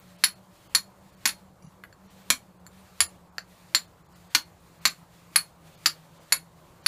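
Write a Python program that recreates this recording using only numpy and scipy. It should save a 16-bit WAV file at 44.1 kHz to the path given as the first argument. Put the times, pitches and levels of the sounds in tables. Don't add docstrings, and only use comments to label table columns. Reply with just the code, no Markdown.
import sys
import numpy as np
from scipy import signal
from scipy.fft import rfft, irfft
from scipy.io import wavfile
from scipy.ndimage import uniform_filter1d, map_coordinates

SR = 44100
rng = np.random.default_rng(int(sys.argv[2]) if len(sys.argv) > 2 else 0)


def ratio_of_db(decibels):
    return 10 ** (np.asarray(decibels, float) / 20)


def bounce(signal):
    frames = np.transpose(np.atleast_2d(signal))
    limited = np.clip(frames, -1, 1)
    pcm = np.round(limited * 32767).astype(np.int16)
    wavfile.write(sys.argv[1], SR, pcm)


N = 302967

# (time [s], stone knock [dB], bar low mode [dB], bar middle mode [dB], bar high mode [dB])
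BLOWS = [(0.2376, -21, -7, -19.5, -9), (0.7483, -12, -10.5, -20, -12), (1.2545, -11, -13, -20.5, -20),
         (1.274, -30.5, -36, -34, -17.5), (1.2895, -27, -22.5, -44, -29.5),
         (2.3015, -10, -11.5, -14.5, -10), (3.004, -13.5, -12.5, -15, -8), (3.747, -15.5, -9, -14, -24.5),
         (4.348, -11, -8, -21.5, -15.5), (4.8528, -10.5, -6.5, -18.5, -19),
         (4.8716, -38, -24.5, -36, -28.5), (5.358, -14.5, -10.5, -31.5, -6.5),
         (5.858, -12.5, -7.5, -19.5, -18), (6.322, -12.5, -12.5, -17, -10.5),
         (6.8613, -16, -8.5, -21, -10.5)]
# (frequency [Hz], width [Hz], level [dB])
STONE = [(832, 59, -9.5), (1312, 600, -2.5), (1406, 36, -6), (1420, 270, -3.5), (1753, 130, -0.5),
         (1994, 210, -5.5), (2040, 45, -3.5), (2260, 250, 0.5), (2471, 50, -2.5), (1970, 2100, -5)]
# (frequency [Hz], width [Hz], level [dB])
BAR_MIDDLE = [(7190, 140, 0), (7050, 60, -4)]
BAR_HIGH = [(10680, 150, 0), (11350, 130, -4), (11000, 1500, -14)]
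# (frequency [Hz], width [Hz], level [dB])
GRIT = [(3060, 9100, -4), (5580, 9500, 0.5), (9070, 3100, -8.5), (12010, 530, -12.5), (14200, 250, -7)]
# (frequency [Hz], width [Hz], level [dB])
CRACK = [(1700, 1200, 0), (3300, 2500, -6), (8000, 5000, -22)]
# (frequency [Hz], width [Hz], level [dB])
GRILL_RODS = [(4270, 12, 0), (4385, 15, 0), (4190, 18, -6), (4560, 16, -5)]
# (frequency [Hz], width [Hz], level [dB])
HAND_THUD = [(260, 110, 1.5), (324, 8.4, -1.5), (570, 110, -2)]
# (frequency [Hz], t60 [s])
HOOD_DECAY = [(400, 0.19), (1500, 0.14), (4500, 0.12), (9000, 0.14), (12500, 0.13), (15000, 0.16)]
# (time [s], stone knock [dB], bar low mode [dB], bar middle mode [dB], bar edge mode [dB])
TOUCHES = [
    (1.8376, -17.5, -33, -34, -24.5),
    (1.9268, -31.5, -35, -34, -41),
    (2.6655, -28.5, -30, -17, -27),
    (3.3823, -8.5, -7.5, -21, -36),
]
# (frequency [Hz], width [Hz], level [dB])
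TOUCHED_PARTS = [
    [(1500, 600, 0), (2000, 700, 0), (2650, 700, -8), (3500, 900, -17)],
    [(4370, 160, 0), (4300, 40, -7)],
    [(7190, 45, 0)],
    [(11400, 60, 0), (10700, 80, -6), (14700, 200, -8)],
]
# (time [s], frequency [Hz], level [dB], t60 [s])
THUMPS = [
    (1.645, 160, -39, 0.084),
    (1.671, 162, -40, 0.09),
    (3.012, 83.3, -41, 0.2),
    (4.699, 300, -44, 0.015),
]
# (time [s], level [dB])
NUDGES = [
    (1.623, -52.5),
    (1.645, -59),
    (1.665, -58),
    (1.685, -65),
]
# (frequency [Hz], level [dB], t60 [s])
RATTLE = [(2330, -2, 0.045), (2840, -3.5, 0.061), (4750, 5, 0.029), (5740, 0, .06), (5840, -1, 0.048),
          (6200, -2, 0.087), (6900, -7, 0.095), (7320, -8, 0.11), (10500, -9, 0.17)]
# (time of full speed [s], cloth level [dB], held [s])
ARM_LIFTS = [(0.04, -66.5, .1), (.57, -66.5, .07), (1.07, -69, .1), (1.71, -75, .05), (2.12, -66, .08),
             (2.78, -66.5, .1), (3.54, -66.5, .1), (4.18, -66.5, .05), (4.66, -68, .06), (5.18, -66, .05),
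             (5.69, -65.5, .06), (6.0, -71, .06), (6.18, -67, .06), (6.6, -70, .12)]
# (frequency [Hz], density [dB per Hz])
CLOTH_HISS = [(2000, -43), (3500, -6.5), (5000, -3.5), (7000, 1.5), (10000, -2), (15600, -2.5)]
# (frequency [Hz], density [dB per Hz])
SWISH = [(700, -32.5), (1300, -5), (2000, -3.5), (3000, -6.5), (4500, -7.5), (8000, -26.5), (15600, -44.5)]
# (time [s], pitch [Hz], level [dB])
ENGINE = [(0, 182, -62.5), (.8, 190.9, -61.5), (2.4, 186.8, -59), (3.4, 178, -63), (4.5, 172.1, -63),
          (5.4, 165, -58), (6.87, 163.4, -63.5)]
# (time [s], pitch [Hz], level [dB])
WHINE = [(0, 581, -68.5), (.7, 583, -71.5), (1.4, 583, -71), (1.6, 582.5, -91.5), (6.87, 572, -77)]
# (time [s], pitch [Hz], level [dB])
LORRY = [(0, 77.2, -91), (2.4, 76.7, -78), (2.6, 76.3, -65), (3.3, 76.6, -67.5), (3.5, 77, -86),
         (6.87, 77, -90)]
# (frequency [Hz], density [dB per Hz])
TRAFFIC = [(15, -64), (25, -29), (54, -7.5), (108, -3), (178, -8.5), (200, -3), (221, -17.5), (344, -11),
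           (378, -16), (578, -11), (624, -13.5), (1110, -14), (2500, -38.5), (3250, -70), (5500, -120)]
# (time [s], level [dB])
TRAFFIC_LEVEL = [(0, -62), (1.9, -61.5), (3.6, -61.5), (4.6, -62), (5.8, -61.5), (6.87, -60.5)]
# (time [s], above frequency [Hz])
THINNED = [(0.175, 1500), (0.347, 1600), (0.687, 1500), (1.115, 3300), (1.16, 1800), (1.669, 3000),
           (2.079, 3300), (2.095, 3300), (2.586, 2800), (3.079, 1500), (3.312, 2000), (3.867, 2500),
           (4.038, 2500), (4.08, 2200), (4.145, 2200), (4.293, 2800), (4.444, 5000), (4.804, 3200),
           (4.893, 6000), (5.765, 1500), (6.192, 3300), (6.385, 5000), (6.832, 2000)]

SPAN = 16384
SKID_T60_S, SKID_DB, SKID_HOLD_S = 0.03, -2, 0.0044
GRIP_HZ, GRIP_SHIFT_HZ = 4440, 85
RING_ABOVE_HZ = 620
CRACK_DB, SING_DB = 14.5, -12.5
GRIT_DB, THUD_DB = 3.5, -19
TOUCH_GRIT_DB = -8
JOLT_HZ, JOLT_DB, JOLT_T60_S = 62, -39, .2
SWING_RISE_S, SWING_FALL_S, FALL_SHAPE = .06, .08, 1.5
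DOWNSTROKE_DB, DOWN_RISE_S, FOLLOW_S = -54.5, 0.037, 0.096
CLOTH_REST_DB, SWISH_DB, SWISH_GROWS = -73.5, 0.23, 1.2


def unit(x):
    return x / np.sqrt(np.mean(np.abs(x) ** 2) + 1e-20)


def along(points, hz):
    f, v = np.transpose(points)
    return np.interp(np.log(hz + 1), np.log(f + 1), v)


def curves(rows):
    s, *columns = np.transpose(rows)
    return [np.interp(np.arange(N) / SR, s, column) for column in columns]


def wobble(rate):
    knots = rng.standard_normal(int(N * rate / SR) + 4)
    return map_coordinates(knots, [np.arange(N) * rate / SR])


def rush(spectrum, patchy_db):
    hz, _, z = signal.stft(rng.standard_normal(N), SR, nperseg=1024)
    field = uniform_filter1d(rng.standard_normal(z.shape), size=12, axis=0)
    field = uniform_filter1d(field, size=6, axis=1)
    z = z * ratio_of_db(along(spectrum, hz)[:, None] + patchy_db * unit(field))
    return unit(signal.istft(z, SR, nperseg=1024)[1][:N])


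def modes(table, f, scatter_db=0):
    gains = ratio_of_db(scatter_db * rng.standard_normal(len(table)))
    response = 0
    for k, (center, width, db) in enumerate(table):
        peak = 1j * f * width / (center * center - f * f + 1j * f * width)
        response = response + (-1) ** k * gains[k] * ratio_of_db(db) * peak
    return unit(response)


def skidding(t60, spike_db, hold=0):
    t = np.maximum(np.arange(SPAN // 4) / SR - hold, 0)
    contacts = rng.standard_normal(len(t))
    spikes_db = spike_db * rng.exponential(1, len(t))
    contacts = contacts * ratio_of_db(spikes_db - 60 * t / max(t60, .004))
    return contacts / np.linalg.norm(contacts)


def hood(size):
    hz, t, z = signal.stft(rng.standard_normal(size // 2), SR, nperseg=128)
    decay = ratio_of_db(-60 * t / along(HOOD_DECAY, hz)[:, None])
    tail = signal.istft(z * decay, SR, nperseg=128)[1]
    tail[:90] = 0
    return rfft(tail / np.linalg.norm(tail), size)


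def add_contact(out, s, spectrum, echo_db):
    heard = 3 * SPAN // 4
    answered = spectrum * (1 + ratio_of_db(echo_db) * hood(SPAN))
    out[round(s * SR):][:heard] += irfft(answered, SPAN)[:heard]


def striker(echo_db=-5, gain_db=17):
    out, f = np.zeros(N + SPAN), np.fft.rfftfreq(SPAN, 1 / SR)
    low_cut = (1j * f / (RING_ABOVE_HZ + 1j * f)) ** 2
    parts = (STONE, BAR_MIDDLE, BAR_HIGH, GRIT, GRILL_RODS, CRACK, HAND_THUD)
    for s, stone_db, low_db, middle_db, high_db in BLOWS:
        force = ratio_of_db(SKID_DB) * skidding(SKID_T60_S, spike_db=2.5, hold=SKID_HOLD_S)
        force[:3] -= [.12, .24, .12]
        rung = [modes(table, f, scatter_db=1.0) for table in parts]
        stone, middle, high, grit, rods, crack, thud = rung
        shift = GRIP_SHIFT_HZ * rng.uniform(-1.6, 0.98)
        low = modes([(GRIP_HZ + shift, 150, 0), (GRIP_HZ - shift, 150, -4), (4400, 900, -7)], f)

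        body = ratio_of_db(stone_db + 4.0) * stone + ratio_of_db(low_db + 5.0) * low
        body = body + ratio_of_db(middle_db + 4.0) * middle + ratio_of_db(high_db + 1.93) * high
        body = (body + ratio_of_db(stone_db + GRIT_DB) * grit) * low_cut
        body = body + ratio_of_db(stone_db + THUD_DB) * thud
        skid = rfft(force, SPAN) * body * ratio_of_db(gain_db)

        crack_db = max(stone_db, low_db, high_db) + CRACK_DB
        first = ratio_of_db(crack_db) * crack * low_cut
        sing = ratio_of_db(low_db + gain_db + SING_DB) * rods
        add_contact(out, s + 0.00095, skid - first + sing, echo_db)
    return out[:N]


def touches(echo_db=-8):
    out, f = np.zeros(N + SPAN), np.fft.rfftfreq(SPAN, 1 / SR)
    for s, *levels_db in TOUCHES:
        force = ratio_of_db(-5) * skidding(.03, spike_db=4)
        force[:3] -= [.25, .5, .25]
        grit_db = levels_db[1] + TOUCH_GRIT_DB
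        voices = zip(levels_db + [grit_db], TOUCHED_PARTS + [GRIT])
        body = sum(ratio_of_db(db) * modes(table, f) for db, table in voices)
        add_contact(out, s, rfft(force, SPAN) * body, echo_db)
    return out[:N]


def bumps():
    out, t = np.zeros(N + SR), np.arange(SR // 4) / SR
    jolts = [(s, JOLT_HZ, stone_db + JOLT_DB, JOLT_T60_S) for s, stone_db, *_ in BLOWS]
    for s, hz, db, t60 in THUMPS + jolts:
        push = ratio_of_db(db - 60 * t / t60) * np.sin(2 * np.pi * hz * t)
        out[round(s * SR):][:len(t)] += push * (1 - np.exp(-t / 0.0012))
    for s, db in NUDGES:
        ring = np.zeros(len(t))
        for hz, level, t60 in RATTLE:
            uneven_db = level + rng.normal(0, 3.3)
            ring += ratio_of_db(uneven_db - 60 * t / t60) * np.sin(2 * np.pi * hz * t)
        out[round(s * SR):][:len(t)] += ratio_of_db(db - 5) * ring * (1 - np.exp(-t / 0.0014))
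    return out[:N]


def swings():
    t, power = np.arange(0, N / SR, .002), ratio_of_db(CLOTH_REST_DB) ** 2
    lifts = [(s, db, held, SWING_RISE_S, SWING_FALL_S) for s, db, held in ARM_LIFTS]
    downs = [(s, max(levels_db) + DOWNSTROKE_DB, 0, DOWN_RISE_S, FOLLOW_S) for s, *levels_db in BLOWS]
    for s, db, held, rise_s, fall_s in lifts + downs:
        rise = np.minimum(t - s, 0) / rise_s
        fall = np.maximum(t - s - held, 0) / fall_s
        power = power + ratio_of_db(db) ** 2 * np.exp(-rise ** 2 - fall ** FALL_SHAPE)
    return np.interp(np.arange(N) / SR, t, 10 * np.log10(power))


def sleeve():
    hiss_db = swings()
    swish_db = CLOTH_REST_DB + SWISH_DB + SWISH_GROWS * (hiss_db - CLOTH_REST_DB)
    rub = wobble(38)
    hiss = ratio_of_db(hiss_db + 1.93 + 0.74 * rub) * rush(CLOTH_HISS, patchy_db=1.0)
    swish = ratio_of_db(swish_db + .4 + .8 * rub) * rush(SWISH, patchy_db=1.3)
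    return hiss + swish


def hum():
    out = np.zeros(N)
    for rows, drift, sway_db in ((ENGINE, .02, 7), (WHINE, .002, 1.5), (LORRY, .02, 3)):
        hz, db = curves(rows)
        phase = 2 * np.pi * np.cumsum(hz * (1 + drift * wobble(10))) / SR
        sway = sway_db * np.minimum(wobble(30), .8)
        out += np.sqrt(2) * ratio_of_db(db + sway) * np.sin(phase)
    return out


def traffic():
    level_db, = curves(TRAFFIC_LEVEL)
    return ratio_of_db(level_db + 4.0 + 0.14 * wobble(3)) * rush(TRAFFIC, patchy_db=1.46)


def scene():
    return (striker() + touches() + hum() + bumps() + sleeve() + traffic())[None]


def thin_out(x, share=.14, moment_s=.018):
    hz, t, z = signal.stft(x, SR, nperseg=512, noverlap=384)
    for s, above_hz in THINNED:
        moment = np.abs(t - s) < moment_s / 2
        strength = np.abs(z[:, moment]).sum(1) * (hz + 1) ** -.3
        strength /= np.sqrt(uniform_filter1d(strength, size=25))
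        high = hz > above_hz
        threshold = np.quantile(strength[high], 1 - np.clip(share, 0, 1))
        weak = high & (strength < threshold)
        z[np.ix_(weak, moment)] *= ratio_of_db(-17)
    return signal.istft(z, SR, nperseg=512, noverlap=384)[1][:N]


def roll_off(x):
    return signal.sosfilt(signal.butter(12, 16470, fs=SR, output="sos"), x)


def record(dry):
    held = dry[0] / (1 + np.abs(dry[0] / 1.2) ** 6) ** (1 / 6)
    hz = np.fft.rfftfreq(N, 1 / SR)
    top_hz = 15350
    edge = ratio_of_db(along([(top_hz - 200, 0), (top_hz + 100, -26), (16500, -38), (17000, -90)], hz))
    mix = thin_out(irfft(rfft(held) * edge, N))
    return roll_off(np.clip(mix, -1, 1)[None])


dry = scene()
out = record(dry)
bounce(out)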